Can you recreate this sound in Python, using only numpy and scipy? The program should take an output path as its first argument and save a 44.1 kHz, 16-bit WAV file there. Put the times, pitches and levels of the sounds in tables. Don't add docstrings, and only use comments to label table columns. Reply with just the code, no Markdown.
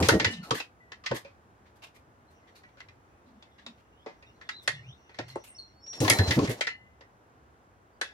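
import sys
import numpy as np
from scipy import signal
from scipy.fft import rfft, irfft
from scipy.io import wavfile
from scipy.ndimage import uniform_filter1d

SR = 44100
rng = np.random.default_rng(int(sys.argv[2]) if len(sys.argv) > 2 else 0)


def log_audio(samples):
    frames = np.atleast_2d(samples).T
    limited = np.clip(frames, -1, 1)
    pcm = np.round(limited * 32767).astype(np.int16)
    wavfile.write(sys.argv[1], SR, pcm)


N = 358533

# start in seconds, peak of the lowest pipe mode in dB, Hz it settles to,
# upper modes in dB relative to the lowest.
PUFFS = [(0.0, -22, 81, 5.5), (0.025, -22.5, 83.4, -7), (0.068, -27.5, 115, -2.5),
         (0.113, -20.5, 104.6, 6.5), (0.133, -28.5, 70, 12), (0.202, -35.5, 115, 11.5),
         (0.258, -25.5, 93, -2), (0.51, -29, 114.5, 4), (1.107, -30, 119, 5), (6.003, -20.5, 113, 4),
         (6.038, -22.5, 100, -2), (6.106, -23.5, 106, -1), (6.19, -13, 90.3, -6.5), (6.275, -20, 81, -8),
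         (6.301, -25, 112, -3), (6.363, -19.5, 124, 7.5), (6.412, -27.5, 95, 10.5),
         (6.482, -24.5, 112, 0.5)]
# Hz, mean gain in dB, t60 in seconds before damping.
PIPE_MODES = [(208, -7, .12), (315.3, 2.5, 0.14), (412, -4.5, 0.082), (480, -8, 0.15), (565, -15.5, 0.063)]
# time in seconds, gear clatter in dB, air hiss in dB.
SPINS = [
    [(0.0, -32, -53), (0.09, -40.5, -50.5), (0.17, -44, -59), (0.22, -52.5, -70), (0.33, -58, -73),
     (0.414, -72, -93), (0.5, -49.5, -67)],
    [(5.93, -61, -88), (6.0, -47.5, -71), (6.02, -33, -42.5), (6.128, -38, -50.5), (6.178, -34, -48.5),
     (6.256, -38.5, -60), (6.33, -39.5, -48), (6.42, -50, -65), (6.526, -54, -66), (6.6, -49, -76)],
]
# start in seconds, level in dB, body in dB and treble tick in dB relative to it,
# tail t60 in seconds, loudest region in Hz.
KNOCKS = [(0.0246, -16, -15.5, -13.5, 0.05, 2016), (0.0854, -4, -6.5, -29, 0.093, 1340),
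          (0.1969, -11.5, -13, -27, 0.075, 1870), (0.2445, -8.5, -16.5, -22, 0.057, 1910),
          (0.333, -32.5, -28.5, -30, 0.1, 3550), (0.507, -11.5, -7, -20.5, 0.029, 1140),
          (0.6, -22, -13, -23, 0.029, 2520), (0.918, -32, -15, -40, 0.022, 1780),
          (1.037, -37.5, -21, -30, 0.57, 1090), (1.06, -17.5, -25, -32, 0.051, 1854),
          (1.1109, -24, 7, -30, 0.065, 1610), (1.246, -44, 5, -32, 0.21, 2440),
          (2.6334, -52.5, -24, -26, 0.14, 1600), (2.7702, -52, 0, -29, 0.07, 1530),
          (2.803, -37, -27, -30, 0.029, 2000), (2.8846, -41, -36, -38, 0.021, 2380),
          (3.4233, -43, -2.5, -31, 0.032, 3350), (3.6628, -27.5, -15.5, -29, 0.014, 3460),
          (4.06, -40.5, 13, -30, 0.26, 2020), (4.2237, -46.5, -6, -26, 0.058, 2460),
          (4.4112, -40.5, -15, -32, 0.12, 1810), (4.4895, -23, -42, -23, 0.033, 1915),
          (4.6754, -10, -16, -18, 0.034, 1885), (5.0921, -48.5, -0.5, -28, 0.14, 1950),
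          (5.1424, -46, -15, -26, 0.24, 1730), (5.1864, -22, -2, -32, 0.026, 1650),
          (5.3555, -41.5, 20, -7.5, 0.028, 1000), (5.8617, -47, -8, -22, 0.12, 5530),
          (5.9339, -38, -11, -36.5, 0.16, 3950), (6.002, -24.5, -16.5, -4, 0.33, 5410),
          (6.0451, -19.5, -23, -32.5, 0.07, 962), (6.078, -11, -6, -24, 0.035, 1940),
          (6.099, -3.5, -14, -24.5, 0.05, 1935), (6.1852, -13, -22, -21.5, 0.088, 1570),
          (6.307, -10.5, -40, -19.5, 0.07, 1920), (6.3889, -20, -25, -20, 0.021, 1000),
          (6.4435, -34, -1, -11, 0.13, 1030), (6.4731, -26, -11, -14, 0.037, 2080),
          (6.608, -12.5, -12.5, -18, 0.053, 2040), (6.668, -16, -19.5, -34, 0.075, 1910),
          (7.007, -42, 0, -32, 0.072, 1800), (8.012, -15, -17.5, -16.5, 0.033, 1586),
          (8.04, -39, -15, -37, 0.32, 3300), (8.074, -46, -31, -32, 0.2, 1440)]
# Hz, mean gain in dB, t60 in seconds before damping.
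STEEL_MODES = [(1110, -4, .1), (1378, -4, .1), (1521, -3, .1), (1712, 0, .18), (1868, 0, .2),
               (1950, -2, .15), (2057, -2, .26), (2282, -4, .2), (2493, -2, .12), (2625, -3, .2),
               (2900, -12, .26), (3080, -2, .1), (3330, -3, .1), (3570, -3, .1), (3840, -5, .12),
               (4126, -4, .1), (4500, -6, .12), (4940, -6, .1), (5282, -6, .12), (5700, -7, .1),
               (6200, -9, .1), (6800, -11, .08)]
# Hz, mean gain in dB, t60 in seconds before damping.
FRAME_MODES = [(465, 3, 0.065), (566, 3, 0.11), (774, -6.5, .08), (926, 0.5, 0.12), (1099, -5.5, 0.038)]
# start in seconds, level of the treble crack in dB.
SLAMS = [(0.0862, -10), (6.099, -5)]
# start in seconds, peak in dB.
FREED_GEAR = [(0.246, -22), (6.609, -38.5), (6.672, -31.5)]
# Hz, mean gain in dB, t60 in seconds before damping.
GEAR_MODES = [(1800, -3, 0.64), (2010, -8, 0.45), (2044, 0, 0.69), (2950, 1, 0.4), (2900, -1, 0.63),
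              (4230, -13, 0.33)]
# time in seconds, Hz, level in dB.
WHINES = [
    [(.8, 1990, -55), (.92, 1927, -73)],
    [(5.62, 5670, -68), (5.76, 5560, -77)],
    [(5.66, 4365, -73), (5.82, 4420, -66)],
    [(5.79, 5320, -82), (5.842, 5530, -49), (5.898, 5694, -40), (6.01, 5480, -46.5)],
    [(6.13, 4010, -35), (6.264, 4155, -35), (6.31, 4040, -39)],
]
# loudest moment in seconds, rise in seconds, fall in seconds, top level in dB,
# Hz at the start, at the loudest and at the end.
SQUEAKS = [(.45, .03, 0.064, -46.5, 1450, 1300, 1350), (.45, 0.048, .08, -56, 4300, 4220, 4600),
           (4.8, .06, .03, -50.5, 1950, 1850, 1800), (5.3, .015, 0.094, -50, 4050, 4300, 3100),
           (4.03, 0.12, 0.035, -66.5, 2666, 3380, 5700), (4.105, 0.014, 0.032, -69, 4100, 4000, 4400),
           (4.3, .07, 0.045, -62, 2490, 2850, 3100), (4.278, .018, 0.037, -65.5, 3770, 3690, 3550),
           (4.3, 0.044, .02, -73, 5660, 5690, 5400), (4.365, 0.018, .035, -71, 4120, 4080, 4050),
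           (4.572, .072, 0.14, -45.5, 3590, 4070, 2800), (4.935, .12, 0.034, -54.5, 1980, 3700, 4400),
           (5.508, .04, .045, -50.5, 8780, 8490, 8300), (5.567, .022, 0.049, -48.5, 5100, 5700, 5800),
           (5.59, 0.012, 0.16, -40, 4640, 4300, 4150), (5.594, 0.012, 0.037, -54.5, 8400, 9060, 6900),
           (7.97, 0.051, .02, -80, 4600, 4720, 4300), (2.3, 0.037, 0.052, -72, 4100, 4150, 4150),
           (3.2, .3, .1, -78, 2360, 2500, 2800)]
# loudest moment in seconds, rise in seconds,
# fall in seconds, top level in dB, Hz at the start, at the loudest and at the end.
HUMS = [(.38, .1, 0.066, -39.5, 260.5, 183, 186), (2.9, 0.093, .15, -62, 106, 113, 108),
        (3.318, 0.061, 0.079, -56.5, 230, 248, 196), (3.7, 0.061, 0.032, -52.5, 230.6, 217, 220),
        (4.795, 0.13, 0.051, -48, 130, 124, 130), (4.89, 0.056, 0.068, -50.5, 129, 118, 115),
        (5.205, 0.027, 0.18, -48.5, 123, 120, 128)]
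# start in seconds, level in dB, treble in dB relative to it,
# loudest region in Hz.
SCUFFS = [(0.4267, -38.5, -13.5, 4080), (0.541, -23.5, -11.5, 1890), (1.1413, -27.5, -9, 1980),
          (1.652, -53.5, -21, 2130), (1.7538, -55, -8.5, 1620), (1.819, -36, -14.5, 2600),
          (1.942, -47.5, -9, 2260), (2.3, -60.5, -5.5, 2107), (2.469, -50.5, -25, 2010),
          (2.5502, -44.5, -12.5, 3960), (2.777, -48, -20, 2490), (3.5794, -43, -33, 1970),
          (4.6185, -53.5, 2.5, 3700), (5.2793, -39, -11.5, 4660), (5.436, -41, -5, 2660),
          (6.4902, -25, -10.5, 1980), (2.68, -58, -30, 2300), (3.26, -60, -20, 3830),
          (3.77, -57, -15, 2700)]
# time in seconds, level in dB.
RUSTLES = [
    [(2.2, -78), (2.6, -77), (3.0, -90), (3.6, -74), (4.0, -84), (4.6, -69), (4.75, -53), (4.91, -70.5),
     (5.15, -70), (5.3, -57.5), (5.63, -72), (5.8, -60)],
]
# Hz near the lower edge, relative level in dB before flicker.
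CLOTH_BANDS = [(2000, -9.5), (2700, -8.5), (3400, -10.5), (4100, -15), (5000, -15), (5600, -11), (7200, -27)]
# Hz, relative density in dB per Hz.
TOWN_COLOUR = [(15, -39), (25, -16), (70, -3), (124, -7.5), (163, -14.5), (192, -12), (472, -13),
               (527, -15.5), (691, -13.5), (1480, -17.5), (2290, -28.5), (4200, -38.5), (6600, -38),
               (15000, -48), (16700, -56)]
# Hz, likeness of left and right from -1 to 1.
TOWN_ALIKE = [(60, 1), (130, 0.8), (290, 0.93), (640, 0.38), (1410, -0.56), (3100, 0.56), (6820, -0.55),
              (15000, -0.97)]

PUFF_SCALE_S, PIPE_T60_S = 0.028, 0.12
RUMBLE_DB = 1.5
RING_DB, RING_DB_PER_DB = -12.5, -0.25
SQUEAK_FROM_DB, SQUEAK_TO_DB = -8, -43
HUM_FROM_DB, HUM_TO_DB = -10, -9
SCUFF_SCALE_S = .044
TOWN_DB, MIC_HISS_DB = -59.5, -88.5
PORT_LAG_S = .00018
TOP_HZ = 16250


def undb(db):
    return 10 ** (np.asarray(db) / 20)


def level(x, db):
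    return x * undb(db) / np.sqrt(np.mean(x ** 2))


def peak(x, db):
    return x * undb(db) / np.abs(x).max()


def band(x, lo_hz, hi_hz):
    return signal.sosfilt(signal.butter(3, [lo_hz, hi_hz], "bandpass", fs=SR, output="sos"), x)


def walk(rate_hz, size):
    k = int(SR / rate_hz)
    held = np.repeat(rng.standard_normal(size // k + 1), k)
    return 0.81 * uniform_filter1d(uniform_filter1d(held, k), k)[:size]


def wide(size, apart):
    same, left, right = rng.standard_normal((3, size))
    apart = np.clip(apart, 0, 1)
    return np.sqrt(1 - apart) * same + np.sqrt(apart) * np.array([left, right])


def ring(push, modes, damp, scatter_db, focus_hz=None):
    hz, db, t60_s = np.transpose(modes)[:, :, None]
    t = np.arange(len(push)) / SR
    chance = rng.standard_normal((2, len(hz), 1))
    if focus_hz:
        db = db - 16 * np.abs(np.log2(hz / focus_hz))
    gain = undb(db + scatter_db * chance[0])
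    hz = hz * (1 + .006 * chance[1])
    decay = undb(-60 * t / (t60_s * damp))
    response = (gain * decay * np.sin(2 * np.pi * hz * t)).sum(0)
    return signal.fftconvolve(push, response)[:len(t)]


def add(out, s, x, pan_db=0):
    for port, sign in enumerate((1, -1)):
        i = max(int(round((s - sign * PORT_LAG_S / 2) * SR)), 0)
        row = np.atleast_2d(x)[-port]
        out[port, i:i + len(row)] += row[:N - i] * undb(sign * pan_db / 2)


def swells(rows, from_db, to_db):
    return [[(s - rise_s, hz[0], db + from_db), (s, hz[len(hz) // 2], db), (s + fall_s, hz[-1], db + to_db)]
            for s, rise_s, fall_s, db, *hz in rows]


def exhaust(out):
    t = np.arange(SR // 2) / SR
    for s, db, hz, upper_db in PUFFS:
        flow = (t / PUFF_SCALE_S) ** 2 * np.exp(-t / PUFF_SCALE_S * 3)
        swell = (1 - np.exp(-t / 0.0057)) * undb(-60 * t / PIPE_T60_S) * undb(2.0 * walk(48, len(t)))
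        pitch_hz = hz * (1 + 0.16 * np.exp(-t / 0.025))
        low = swell * np.sin(2 * np.pi * np.cumsum(pitch_hz) / SR)
        gas = flow * rng.standard_normal(len(t))
        upper = peak(ring(gas, PIPE_MODES, 0.38, 2.0), 0) + peak(band(gas, 130, 440), -5.5)
        add(out, s, peak(low, db) + peak(upper, db + upper_db))


def crank(out):
    for rows in SPINS:
        s, db, hiss_db = np.transpose(rows)
        t = np.arange(s[0], s[-1], 1 / SR)
        struck = rng.random(len(t)) < 500 / SR
        clicks = rng.standard_normal(len(t)) * struck * undb(16.0 * walk(40, len(t)))
        rasp = band(wide(len(t), 0.68), 1200, 6400) * undb(11.0 * walk(50, len(t)))
        clatter = level(ring(clicks, STEEL_MODES, .15, 3.1), -9.5)
        clatter = clatter + level(band(clicks, 1200, 8000), -4.5) + level(rasp, 2)
        hiss = level(band(wide(len(t), 0.31), 7900, 15500) * undb(2.0 * walk(60, len(t))), 0)
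        rumble = band(rng.standard_normal(len(t)), 150, 930) * undb(2.5 * walk(50, len(t)))
        spin = undb(np.interp(t, s, db))
        add(out, s[0], spin * (clatter + level(rumble, RUMBLE_DB)))
        add(out, s[0], undb(np.interp(t, s, hiss_db)) * hiss, 5)


def knocks(out):
    t = np.arange(int(.4 * SR)) / SR
    for s, db, body_db, tick_db, t60_s, focus_hz in KNOCKS:
        ring_db = RING_DB + RING_DB_PER_DB * db
        rise = np.minimum(t / 0.0026, 1)
        chatter = rng.standard_normal(len(t)) * np.exp(-t / 0.0091) * rise
        tail = wide(len(t), 1.0) * (undb(-60 * t / t60_s) + 0.66 * np.exp(-t / 0.008)) * rise
        steel_ring = ring(chatter, STEEL_MODES, min(t60_s / .11, 1), 3.0, focus_hz)
        steel = peak(band(steel_ring, 900, 9000), ring_db)
        steel = steel * undb(6.0 * walk(200, len(t)))
        steel = steel + peak(band(tail, 0.98 * focus_hz, 1.15 * focus_hz), -7)
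        steel = steel + peak(band(tail, 1900, 5300), -4)
        frame_ring = ring(chatter, FRAME_MODES, t60_s / 0.27, 2.5)
        body = peak(band(frame_ring, 250, 860), -2.8) + peak(band(tail, 230, 1100), -7.0)
        tick = peak(band(tail * (0.36 + np.exp(-t / 0.0096)), 6800, 10000), 0)
        add(out, s, undb(db) * (steel + undb(body_db) * body))
        add(out, s, undb(db + tick_db) * tick, 7.5)


def slams(out):
    t = np.arange(int(.08 * SR)) / SR
    for s, db in SLAMS:
        crack = wide(len(t), 0.17) * (np.exp(-t / 0.0033) + .25 * np.exp(-t / 0.0074))
        add(out, s, peak(band(crack, 4000, 11000), db), 5)


def gear_ring(out):
    t = np.arange(int(.4 * SR)) / SR
    for s, db in FREED_GEAR:
        burst = rng.standard_normal(len(t)) * np.exp(-t / .004)
        tone = ring(burst, GEAR_MODES, 0.7, 1.5) * undb(6.0 * walk(120, len(t)))
        add(out, s, peak(tone, db))


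def waver(out, tables, hz_share, breath_db, rate_hz):
    for rows in tables:
        s, hz, db = np.transpose(rows)
        t = np.arange(s[0], s[-1], 1 / SR)
        pitch_hz = np.interp(t, s, hz) * (1 + hz_share * walk(rate_hz / 4, len(t)))
        skirt = undb(breath_db) * (walk(rate_hz, len(t)) + 1j * walk(rate_hz, len(t)))
        gain = undb(np.interp(t, s, db)) * signal.windows.tukey(len(t), .15)
        tone = np.exp(2j * np.pi * np.cumsum(pitch_hz) / SR)
        add(out, s[0], gain * ((1 + skirt) * tone).real)


def squeaks(out):
    waver(out, swells(SQUEAKS, SQUEAK_FROM_DB, SQUEAK_TO_DB), 0.0064, -0.5, 430)


def whines(out):
    waver(out, WHINES, .002, -14, 300)


def hums(out):
    waver(out, swells(HUMS, HUM_FROM_DB, HUM_TO_DB), 0.059, 4.6, 93.94)


def scuffs(out):
    t = np.arange(int(.18 * SR)) / SR
    for s, db, treble_db, focus_hz in SCUFFS:
        swell = (t / SCUFF_SCALE_S) ** 1.14 * np.exp(-3.5 * t / SCUFF_SCALE_S)
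        rub = swell * undb(4.76 * walk(123, len(t))) * wide(len(t), 1.0)
        mids = peak(band(rub, 560, 4200), -3) + peak(band(rub, 0.76 * focus_hz, 1.124 * focus_hz), -8)
        add(out, s, undb(db) * mids + peak(band(rub, 6100, 13400), db + treble_db))


def rustle(out):
    for rows in RUSTLES:
        s, db = np.transpose(rows)
        t = np.arange(s[0], s[-1], 1 / SR)
        cloth = np.zeros(len(t))
        for hz, band_db in CLOTH_BANDS:
            strip = band(rng.standard_normal(len(t)), hz / 1.02, hz * 1.094)
            cloth += level(strip, band_db) * undb(10.0 * walk(25, len(t)))
        gain = undb(np.interp(t, s, db)) * signal.windows.tukey(len(t), .1)
        add(out, s[0], level(cloth, 0) * gain)


def yard(dry):
    t = np.arange(int(.25 * SR)) / SR
    echoes = rng.standard_normal((2, len(t))) * undb(-60 * t / .15) * (t > .002)
    echoes = band(echoes / np.sqrt((echoes ** 2).sum(1, keepdims=True)), 480, 14000)
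    return signal.fftconvolve(dry, undb(-5) * echoes, axes=1)[:, :N]


def town():
    hz = np.maximum(np.fft.rfftfreq(N, 1 / SR), 1)
    colour_hz, colour_db = np.transpose(TOWN_COLOUR)
    alike_hz, likeness = np.transpose(TOWN_ALIKE)
    colour = undb(np.interp(np.log(hz), np.log(colour_hz), colour_db))
    alike = np.clip(np.interp(np.log(hz), np.log(alike_hz), likeness), -1, 1)
    mid, side = rfft(rng.standard_normal((2, N))) * colour * np.sqrt([1 + alike, 1 - alike])
    pair = irfft(np.array([mid + side, mid - side]), N)
    flicker = band(pair, 32, 440) * (undb(2.0 * walk(4.2, N)) - 1)
    return level(pair + flicker, TOWN_DB) * undb(1.0 * walk(3.0, N))


def scene():
    bike = np.zeros((2, N))
    for source in (exhaust, crank, knocks, slams, gear_ring, squeaks, whines, hums, scuffs, rustle):
        source(bike)
    return bike + yard(bike) + town()


def record(dry):
    hiss = level(band(rng.standard_normal(dry.shape), 9000, 18000), MIC_HISS_DB)
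    rounded = .85 * np.tanh((dry + hiss) / .85)
    thin = signal.sosfilt(signal.butter(3, 55, "highpass", fs=SR, output="sos"), rounded)
    return signal.sosfilt(signal.ellip(10, .2, 80, TOP_HZ, fs=SR, output="sos"), thin)


dry = scene()
out = record(dry)
log_audio(out)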